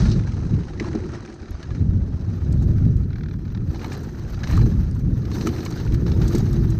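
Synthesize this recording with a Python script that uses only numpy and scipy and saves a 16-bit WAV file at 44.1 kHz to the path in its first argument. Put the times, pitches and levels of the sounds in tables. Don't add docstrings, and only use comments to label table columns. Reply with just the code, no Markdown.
import sys
import numpy as np
from scipy import signal
from scipy.fft import rfft, irfft
from scipy.io import wavfile
from scipy.ndimage import uniform_filter1d

SR = 44100
rng = np.random.default_rng(int(sys.argv[2]) if len(sys.argv) > 2 else 0)


def store_wav(level_fs):
    pcm = np.round(np.clip(np.atleast_2d(level_fs), -1, 1) * 32767)
    wavfile.write(sys.argv[1], SR, pcm.T.astype(np.int16))


N = 299439
T = np.arange(N) / SR


def undb(db):
    return 10 ** (np.asarray(db) / 20)


def curves(table):
    s, *columns = np.transpose(table)
    return [np.interp(T, s, column) for column in columns]


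def value_at(s, table):
    return np.interp(s, *np.transpose(table))


def unit(x):
    return x / np.sqrt(np.mean(x ** 2))


def steady(x, span_s):
    k = max(int(span_s * SR), 2)
    power = uniform_filter1d(uniform_filter1d(x ** 2, k), k)
    return x / np.sqrt(np.abs(power) + 1e-18)


def walk(rate):
    k = max(int(SR / rate), 2)
    steps = rng.standard_normal(N)[np.arange(N) // k]
    return unit(uniform_filter1d(steps, k))


def swell(start, hold_s, attack_s, release_s):
    before = np.minimum(T - start, 0)
    after = np.maximum(T - start - hold_s, 0)
    return np.exp(before / attack_s - after / release_s)


def fade(t, t60):
    return np.exp(-np.log(1000) * t / t60)


def colour(x, points, size=4096):
    hz, db = np.transpose(points)
    bins_hz = np.arange(size // 2 + 1) * SR / size
    log_gain = np.log(undb(np.interp(np.log(bins_hz + 1), np.log(hz), db)))
    cepstrum = irfft(log_gain)
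    cepstrum[1:size // 2] *= 2
    cepstrum[size // 2 + 1:] = 0
    response = irfft(np.exp(rfft(cepstrum)))
    return signal.fftconvolve(x, response)[:len(x)]


def resonate(x, modes):
    out = 0
    for k, (hz, width, db) in enumerate(modes):
        b, a = signal.iirpeak(hz, hz / np.clip(width, 10, 2 * hz), fs=SR)
        out = out + (-1) ** k * undb(db) * signal.lfilter(b, a, x)
    return out


def grains(per_s, spread_db):
    hit = rng.random(N) < per_s / SR
    size_db = spread_db * np.minimum(rng.exponential(size=N), 4)
    return hit * np.sign(rng.standard_normal(N)) * undb(size_db)


def scatter(t, t60, rise_s):
    return rng.standard_normal(len(t)) * fade(t, t60) * (1 - np.exp(-t / rise_s))


def peak(x, db):
    return x * undb(db) / np.sqrt(uniform_filter1d(x ** 2, SR // 500).max())


def add(out, s, x):
    i = max(int(s * SR), 0)
    out[i:i + len(x)] += x[:N - i]


def pebbles(per_s, low_hz, high_hz, cycles, spread_db):
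    out, t = np.zeros(N), T[:SR // 50]
    for when, pitch, size, turn in rng.random((int(per_s * N / SR), 4)):
        hz = low_hz * (high_hz / low_hz) ** pitch
        ring = np.sin(2 * np.pi * (hz * t + turn)) * fade(t, cycles / hz) * (1 - np.exp(-hz * t))
        add(out, when * T[-1], ring * undb(spread_db * size ** 2))
    return unit(out)


# (frequency [Hz], relative level [dB])
WIND_COLOUR = [(11, -56), (18, -13), (54, 0), (108, 1), (163, -3.5), (272, -16), (338, -23.5), (372, -29.5),
               (408, -27.5), (448, -37), (750, -54.5), (980, -63), (1650, -120)]
# (time [s], level [dB])
AIRFLOW = [(0, -20), (.45, -23), (.72, -29), (.95, -28.5), (1.15, -30.5), (1.3, -44.5), (1.665, -36),
           (1.72, -24.5), (2.1, -25.5), (2.4, -26), (3.25, -24), (4.1, -31), (4.45, -24), (4.95, -21),
           (5.3, -23.5), (5.72, -29), (6.02, -20), (6.79, -20)]
# (start [s], held for [s], level [dB])
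GUSTS = [(0, 0.18, -16.5), (0.521, 0.058, -18.5), (1.819, 0.15, -16), (2.29, 0.038, -23.5),
         (2.48, .54, -16), (3.61, 0.096, -24), (4.54, 0.13, -12), (4.72, 0.11, -17.5), (5.06, 0.068, -18.5),
         (5.879, 0.071, -15.5), (6.1, 0.16, -17), (6.4, 0.35, -19)]
GUST_ATTACK_S, GUST_RELEASE_S = 0.03, 0.031


def wind():
    air_db, = curves(AIRFLOW)
    power = undb(air_db) ** 2
    for s, hold, db in GUSTS:
        power = power + (undb(db) * swell(s, hold, GUST_ATTACK_S, GUST_RELEASE_S)) ** 2
    eddies = colour(rng.standard_normal(N), WIND_COLOUR) * undb(walk(40))
    buffeting = undb(walk(18))
    return steady(eddies, span_s=0.077) * np.sqrt(power) * buffeting


# (time [s], peak level [dB], pitch [Hz])
JOLTS = [(1.412, -26, 70), (1.507, -21, 62), (1.543, -20, 68), (1.637, -31, 85), (1.689, -21, 71),
         (1.741, -25, 66), (2.019, -13, 79), (2.139, -20.5, 84.5), (2.421, -16.5, 85)]
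JOLT_T60_S = 0.05


def jolts():
    out, t = np.zeros(N), T[:SR // 5]
    for s, db, hz in JOLTS:
        thud = np.sin(2 * np.pi * hz * t) * fade(t, JOLT_T60_S) * (1 - np.exp(-t / 0.0063))
        add(out, s, peak(thud, db))
    return out


# (start [s], held for [s], level [dB])
BRUSHES = [(4.527, .05, -46), (4.616, .035, -51)]
DISC_HZ, DISC_WIDTH_HZ = 4130, 330


def disc():
    rub = sum(undb(db) * swell(s, hold, 0.0054, 0.0091) for s, hold, db in BRUSHES)
    mode = [(DISC_HZ, DISC_WIDTH_HZ, 0)]
    song = resonate(resonate(rng.standard_normal(N), mode), mode)
    return unit(song) * rub


# (time [s], peak level [dB], pitch [Hz])
PINGS = [(1.508, -49, 6700), (2.527, -45, 4500), (4.912, -46, 5200)]
PING_WIDTH_HZ, PING_OVERTONE = 710, 1.8


def pings():
    out, t = np.zeros(N), T[:SR // 10]
    for s, db, hz in PINGS:
        modes = [(hz, PING_WIDTH_HZ, 0), (hz * PING_OVERTONE, 1500, -6)]
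        contact = scatter(t, t60=.008, rise_s=.0003)
        add(out, s, peak(resonate(resonate(contact, modes), modes), db))
    return out


# (time [s], peak level of the tick's main part [dB])
TICKS = [(1.339, -53.5), (2.522, -49.5), (2.621, -51), (2.965, -56), (3.927, -44), (4.031, -50),
         (4.509, -44), (4.548, -53), (4.567, -41), (4.948, -56), (4.991, -55), (5.469, -33), (5.65, -38),
         (5.705, -44), (5.94, -44.5), (6.278, -37.5), (6.349, -34.5), (6.379, -38.5), (6.528, -43.5),
         (6.701, -44.5)]
# (frequency [Hz], relative level [dB])
TICK_COLOUR = [(2000, -12), (3400, -5), (4200, 1), (5200, -1.5), (6400, 4), (7200, -2.5), (8400, -4),
               (10000, -24), (11500, -59.5)]
TICK_TYPICAL_DB, TICK_SPARKLE_DB, TICK_SPARKLE_DB_PER_DB = -45, -57.5, 0.86


def grit():
    out, t = np.zeros(N), T[:SR // 8]
    for s, db in TICKS:
        contact = scatter(t, t60=.04, rise_s=.002)
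        sparkle_db = TICK_SPARKLE_DB + TICK_SPARKLE_DB_PER_DB * (db - TICK_TYPICAL_DB)
        sparkle_db += value_at(s, TOP_TREBLE)
        add(out, s, peak(colour(contact, TICK_COLOUR), db))
        add(out, s, peak(colour(contact, DUST_COLOUR), sparkle_db))
    return out


# (start [s], strongest at [s], end [s], time between taps [s], peak level when strongest [dB])
CHATTER = [(1.400, 1.43, 1.66, .0283, -45.5), (2.712, 2.78, 2.87, .069, -45),
           (3.104, 3.225, 3.34, .0258, -41.5), (3.452, 3.452, 3.515, .0256, -48),
           (3.547, 3.547, 3.585, .025, -41)]
# (frequency [Hz], relative level [dB])
CHATTER_COLOUR = [(450, -30), (780, -3), (1050, -9), (1380, 3), (1650, 1), (2000, -9), (2330, -4),
                  (2900, -19), (3950, -7), (4500, -13), (6000, -18), (8000, -48), (11000, -70)]
CHATTER_FADE_DB_PER_S = 34
CHATTER_RISE_S, CHATTER_T60_S = .004, .02
CHATTER_JITTER_S, CHATTER_SCATTER_DB = .0006, .7


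def chatter():
    out, t = np.zeros(N), T[:SR // 20]
    for start, strongest, end, period, db in CHATTER:
        for s in np.arange(start, end, period):
            late, harder = rng.standard_normal(2)
            tap = colour(scatter(t, CHATTER_T60_S, CHATTER_RISE_S), CHATTER_COLOUR)
            tap_db = db + CHATTER_SCATTER_DB * harder - CHATTER_FADE_DB_PER_S * abs(s - strongest)
            add(out, s + CHATTER_JITTER_S * late, peak(tap, tap_db))
    return out


# (frequency [Hz], width [Hz], level before random scatter [dB])
FRAME = [(880, 42, -0.5), (1320, 100, 1.5), (1680, 58, 9.5), (2250, 220, -0.5), (2983, 70, -3),
         (4170, 360, -11)]
MODE_SCATTER_DB = 2
# (frequency [Hz], relative level [dB])
CRACK_COLOUR = [(700, -29), (1400, -7.5), (2400, 9.5), (3200, -1), (4100, 3.5), (5000, -13.5), (8000, -35)]
STEEL_COLOUR = [(1800, -12.5), (2800, -0.5), (3400, 0.5), (4100, 11), (4800, 6), (6200, 3), (7200, -11),
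                (8500, -20), (10500, -31.5), (13000, -38), (16000, -52.5)]


def knock(db, bright_db, hz, t60, crack_db):
    t = T[:SR // 4]
    tock = np.sin(2 * np.pi * hz * t) * fade(t, 0.02) * (1 - np.exp(-t / 0.00044))
    crack = colour(scatter(t, t60=.012, rise_s=.0005), CRACK_COLOUR)
    contact = scatter(t, t60, rise_s=.0005)
    modes = [(f, width, mode_db + MODE_SCATTER_DB * rng.standard_normal()) for f, width, mode_db in FRAME]
    body = unit(resonate(contact, modes)) + 0.55 * unit(colour(contact, CRUNCH_COLOUR))
    clash = colour(contact, STEEL_COLOUR)
    hard = peak(tock, db - 3.0) + peak(crack, db + crack_db - 12.0)
    return hard + peak(body, db + crack_db - 9.0) + peak(clash, db + bright_db - .5)


# (time [s], strength [dB], brightness relative to it [dB], pitch of the struck part [Hz],
#  t60 of the clash [s], crack relative to the strength [dB])
CLATTERS = [(0.054, -39, -12, 800, 0.06, 10), (0.114, -46.5, 12, 1140, 0.095, -1),
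            (0.273, -37, -7, 1600, 0.067, 1), (0.683, -43, -9, 1500, .04, 4),
            (0.734, -40.5, -10, 1190, 0.035, 0), (0.776, -45, -6, 1900, .025, -1),
            (0.798, -27.5, -6, 2020, 0.045, 3.5), (0.845, -31, -20, 1060, 0.034, -4),
            (0.884, -35.5, -12, 980, 0.027, -5), (0.951, -30.5, -16, 703, .06, -8),
            (0.956, -33, -16, 620, 0.059, -6), (1.042, -46, -8, 1280, 0.044, 2),
            (1.143, -50, -9, 1510, .07, 6), (1.199, -45, -13, 1200, .04, 3),
            (1.289, -45.5, -11, 1000, 0.14, -10), (1.628, -38.5, -2, 1650, 0.045, 5),
            (1.706, -39.5, -16, 1200, 0.094, 4), (1.748, -43.5, -5, 1390, 0.078, 4),
            (3.745, -36.5, -10, 790, 0.06, 1), (3.758, -35.5, -9, 910, 0.076, -4),
            (3.794, -42, -5, 2410, .07, 0), (3.815, -40.5, -8, 1404, 0.083, 6),
            (3.844, -30, -24, 854, 0.021, 5.5), (3.847, -28, -27, 830, 0.051, -6),
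            (3.919, -35, -7, 1710, 0.095, 4.5), (3.951, -42, -7, 1310, .03, -1),
            (4.194, -46, -6, 834, .05, -6), (4.343, -46, 0.5, 1290, 0.04, 6),
            (4.433, -31.5, -5.5, 1660, 0.05, 2), (4.438, -33, -6, 1490, 0.062, 7),
            (4.472, -34, -7, 1060, 0.07, 4), (4.501, -36, -13, 1636, .04, 3),
            (4.511, -31, -20, 980, 0.032, 1), (4.526, -39, -17, 1900, .03, 1),
            (4.539, -41, -12, 1750, .03, -2), (4.551, -42, -14, 1130, .025, -4),
            (4.5763, -22, -24, 1200, 0.019, -15), (4.614, -34, -7, 860, 0.034, 1),
            (5.252, -45, -1.5, 1520, 0.03, 4), (5.315, -36.5, -3.5, 1100, 0.046, 4),
            (5.37, -33, -22, 945, 0.044, -15), (5.41, -37, 2, 780, 0.045, 4),
            (5.471, -20.5, -16, 1270, 0.03, -2), (5.487, -38, -10, 1110, .03, 3),
            (5.562, -39, -7, 1260, 0.032, 0), (5.604, -37.5, -2, 800, .04, 1),
            (5.661, -30, -5, 1040, 0.041, 3.5), (5.723, -36.5, -4, 1310, 0.029, -4),
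            (5.773, -35.5, -7.5, 1550, 0.17, -3), (5.809, -42, -0.5, 1410, .06, -1),
            (5.944, -42.5, 0, 1530, 0.066, 8), (6.064, -37, -5, 1310, .05, 3),
            (6.079, -36, -6, 890, .04, 1), (6.117, -35.5, -2.5, 819, 0.03, 0),
            (6.216, -32, -6.5, 1400, 0.071, -2), (6.348, -31.5, -14, 890, 0.11, 1.5),
            (6.361, -35, -16, 1350, 0.037, -3)]
RATTLES_PER_S, RATTLE_OVER_GROUND_DB, RATTLE_SPREAD_DB, RATTLE_T60_S = 3.4, -1.5, 3, 0.074


def clatter():
    out = np.zeros(N)
    for s, db, bright_db, hz, t60, crack_db in CLATTERS:
        add(out, s, knock(db, bright_db, hz, t60, crack_db))
    for when, pitch, size in rng.random((int(RATTLES_PER_S * N / SR), 3)):
        s = when * T[-1]
        db = value_at(s, GROUND) + RATTLE_OVER_GROUND_DB + RATTLE_SPREAD_DB * (2 * size - 1)
        add(out, s, knock(db, bright_db=-3.5, hz=800 * 2 ** pitch, t60=RATTLE_T60_S, crack_db=-0.5))
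    return out


# (time [s], peak level [dB])
THUMPS = [(0.809, -20.5), (0.949, -16), (1.288, -31), (1.424, -32), (1.498, -33), (4.576, -24),
          (4.665, -20), (5.45, -18), (5.472, -17), (6.346, -14.5)]
# (frequency [Hz], t60 [s], relative level [dB])
WHEEL = [(223.4, 0.11, 1.5), (324, 0.049, 9), (398.4, 0.087, -3), (460, 0.013, -15), (634, 0.016, -18)]


def thumps():
    out, t = np.zeros(N), T[:SR // 4]
    ring = sum(undb(db) * np.sin(2 * np.pi * hz * t) * fade(t, t60) for hz, t60, db in WHEEL)
    boom = ring * (1 - np.exp(-t / 0.0044))
    for s, db in THUMPS:
        add(out, s, peak(boom, db))
    return out


# (start [s], held for [s], level [dB])
BERM = [(1.85, 0.48, -55), (2.5, 0.21, -50)]
BERM_HZ, BERM_WIDTH_HZ = 570, 280


def berm():
    lean = sum(undb(db) * swell(s, hold, 0.035, 0.048) for s, hold, db in BERM)
    band = [(BERM_HZ, BERM_WIDTH_HZ, 0)]
    growl = resonate(resonate(grains(per_s=700, spread_db=2.0), band), band)
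    return unit(growl) * lean


# (start [s], end [s], stones per second [1/s], middle peak level [dB])
STONY = [(.18, .67, 50, -46), (.82, 1.32, 55, -44.5), (3.79, 3.97, 70, -44), (4.17, 4.42, 30, -49),
         (4.48, 4.62, 70, -42), (5.33, 5.9, 32, -41.5)]
# (frequency [Hz], relative level [dB])
STONE_COLOUR = [(300, -16), (700, 6.5), (1800, -2), (3000, -3.5), (4200, -2.5), (6000, -4), (9000, -41.5)]
STONE_T60_S, STONE_SPREAD_DB = .028, 2.5


def stones():
    out, t = np.zeros(N), T[:SR // 20]
    for start, end, per_s, db in STONY:
        slots = np.arange(start, end, 1 / per_s)
        for s, (late, pitch, size, gritty) in zip(slots, rng.random((len(slots), 4))):
            contact = scatter(t, STONE_T60_S, rise_s=.0015)
            hz = 850 * 3 ** pitch
            body = unit(resonate(colour(contact, STONE_COLOUR), [(hz, hz / 2, 0)]))
            spray = (0.23 + 0.55 * gritty) * unit(colour(contact, SAND_COLOUR))
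            stone_db = db + STONE_SPREAD_DB * (2 * size - 1)
            add(out, s + late / per_s, peak(body + spray, stone_db))
    return out


# (time [s], level [dB])
GROUND = [(0, -37), (.25, -48.5), (.72, -50), (.9, -48.5), (1.18, -51.5), (1.4, -51), (1.7, -50),
          (1.98, -54.5), (2.25, -51.5), (2.75, -50.5), (3.05, -56), (3.62, -54.5), (3.74, -49.5),
          (3.88, -46), (4.2, -50), (4.58, -45), (4.78, -48.5), (5.06, -54), (5.26, -50), (5.45, -42.5),
          (6.0, -48.5), (6.33, -43.5), (6.79, -48.5)]
# (start [s], held for [s], crunch level [dB], sand hiss level [dB])
SCRUBS = [(0.018, 0.075, -68, -46), (.815, 0.055, -44, -57), (.952, 0.013, -46, -63),
          (1.04, 0.027, -49, -59), (1.137, 0.015, -41.5, -53), (3.92, 0.03, -45, -54),
          (4.398, 0.038, -47.5, -59), (4.502, 0.072, -39, -49), (5.335, 0.14, -67, -49),
          (5.63, 0.049, -47, -51), (6.212, 0.029, -44, -53), (6.33, 0.046, -47, -47)]
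SCRUB_ATTACK_S, SCRUB_RELEASE_S = 0.014, 0.037
# (time [s], added level [dB])
TOP_TREBLE = [(0, -40), (1.2, -48), (1.65, -27), (2.0, -8), (2.7, 1.5), (6.79, 2.5)]
# (frequency [Hz], relative level [dB])
CRUNCH_COLOUR = [(300, -23.5), (520, 10), (850, 5), (1050, 1.5), (1300, 5.5), (1500, 3), (1800, 2.5),
                 (2050, -3), (2600, -6.5), (3300, -11), (4500, -48)]
SAND_COLOUR = [(1800, -11.5), (2800, -12), (3550, -7), (3850, 0.5), (4130, 1), (4350, -2), (5300, -2.5),
               (6250, 0), (7000, -12), (8300, -15.5), (10000, -25), (11500, -59.5)]
DUST_COLOUR = [(6000, -53), (8000, 3.5), (9500, -3), (11200, -9.5), (12200, 11), (13200, 3), (14500, 9),
               (16000, -48)]
FIRM_GROUND_DB, SAND_ON_FIRM_DB, SAND_DB_PER_DB = -54, -63.5, 1.3243
DUST_BELOW_SAND_DB = 13


def dirt():
    ground_db, = curves(GROUND)
    top_db, = curves(TOP_TREBLE)
    crunch_gain = undb(ground_db)
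    sand_gain = undb(SAND_ON_FIRM_DB + SAND_DB_PER_DB * (ground_db - FIRM_GROUND_DB))
    for s, hold, crunch_db, sand_db in SCRUBS:
        scrub = swell(s, hold, SCRUB_ATTACK_S, SCRUB_RELEASE_S)
        crunch_gain = np.hypot(crunch_gain, undb(crunch_db) * scrub)
        sand_gain = np.hypot(sand_gain, undb(sand_db) * scrub)
    dust_gain = sand_gain * undb(top_db - DUST_BELOW_SAND_DB)

    spurts = np.maximum(walk(70), -1)
    skips = np.maximum(walk(22), -1)

    soil = unit(grains(per_s=3000, spread_db=-1.5))
    sand = unit(grains(per_s=6200, spread_db=3.5) * undb(walk(160)))
    dust = grains(per_s=2100, spread_db=1.5)
    coarse = soil + 0.15 * pebbles(per_s=240, low_hz=741, high_hz=3415, cycles=43, spread_db=18.5)
    fine = sand + 0.3 * pebbles(per_s=420, low_hz=2986, high_hz=8870, cycles=310, spread_db=19.5)
    dust = dust + 0.08 * pebbles(per_s=70, low_hz=11500, high_hz=14500, cycles=90, spread_db=19)

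    crunch = steady(colour(coarse * undb(3.06 * spurts), CRUNCH_COLOUR), span_s=0.073) * crunch_gain
    hiss = steady(colour(fine * undb(1.6 * spurts), SAND_COLOUR), span_s=0.16) * sand_gain
    sparkle = steady(colour(dust * undb(2.8 * spurts), DUST_COLOUR), span_s=.15) * dust_gain
    return (crunch + hiss + sparkle) * undb(0.61 * skips)


# (time [s], level before the 2.5 dB trim below [dB])
LOAD = [(0, -32.5), (.12, -29), (.3, -37), (.58, -29.5), (.69, -39.5), (.83, -32), (1.1, -33),
        (1.35, -42.5), (1.6, -43), (1.78, -36), (2.3, -41), (2.7, -34.5), (3.45, -41.5), (3.82, -32),
        (4.1, -36.5), (4.4, -38.5), (4.65, -30.5), (4.85, -39.5), (5.0, -37.5), (5.22, -34), (5.46, -26.5),
        (5.72, -32.5), (6.28, -27), (6.79, -38)]
# (time [s], middle knob rate [Hz], hum against casing before the 7 dB trim below [dB])
TREAD = [(0, 350, 4.5), (.7, 324.3, -13), (.82, 326.4, 3), (1.0, 362, 8.5), (1.2, 352, 3), (1.4, 353.4, 8),
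         (1.75, 349, -16), (2.5, 341.8, 3.5), (4.3, 336.3, -15.5), (5.5, 318.3, -7.5), (6.3, 344, 6.5),
         (6.79, 344, 10)]
# (frequency [Hz], relative level [dB])
CASING_COLOUR = [(120, -42.5), (200, 8.5), (270, 6.5), (345, 7), (420, 1), (500, -5.5), (700, -27.5),
                 (1100, -65.5)]
KNOB_SLIP_RAD = .6


def tyres():
    load_db, = curves(LOAD)
    knob_hz, hum_db = curves(TREAD)
    drum = steady(colour(grains(per_s=900, spread_db=3.5), CASING_COLOUR), span_s=0.1)
    wavering_hz = knob_hz * (1 + 0.0404 * walk(60))
    phase = 2 * np.pi * np.cumsum(wavering_hz) / SR
    hum = unit(np.sin(phase + KNOB_SLIP_RAD * walk(90)) * undb(3.0 * walk(40)))
    return (drum + undb(hum_db - 7.0) * hum) * undb(load_db - 2.5)


def scene():
    surroundings = wind() + jolts()
    small_parts = disc() + pings() + grit() + chatter() + clatter()
    wheels = thumps() + berm() + stones() + dirt() + tyres()
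    return (surroundings + small_parts + wheels)[None]


def record(dry):
    ceiling = 0.74
    rounded = ceiling * np.tanh(dry / ceiling)
    low_pass = signal.ellip(10, .2, 80, 15700, fs=SR, output="sos")
    return signal.sosfilt(low_pass, rounded)


dry = scene()
out = record(dry)
store_wav(out)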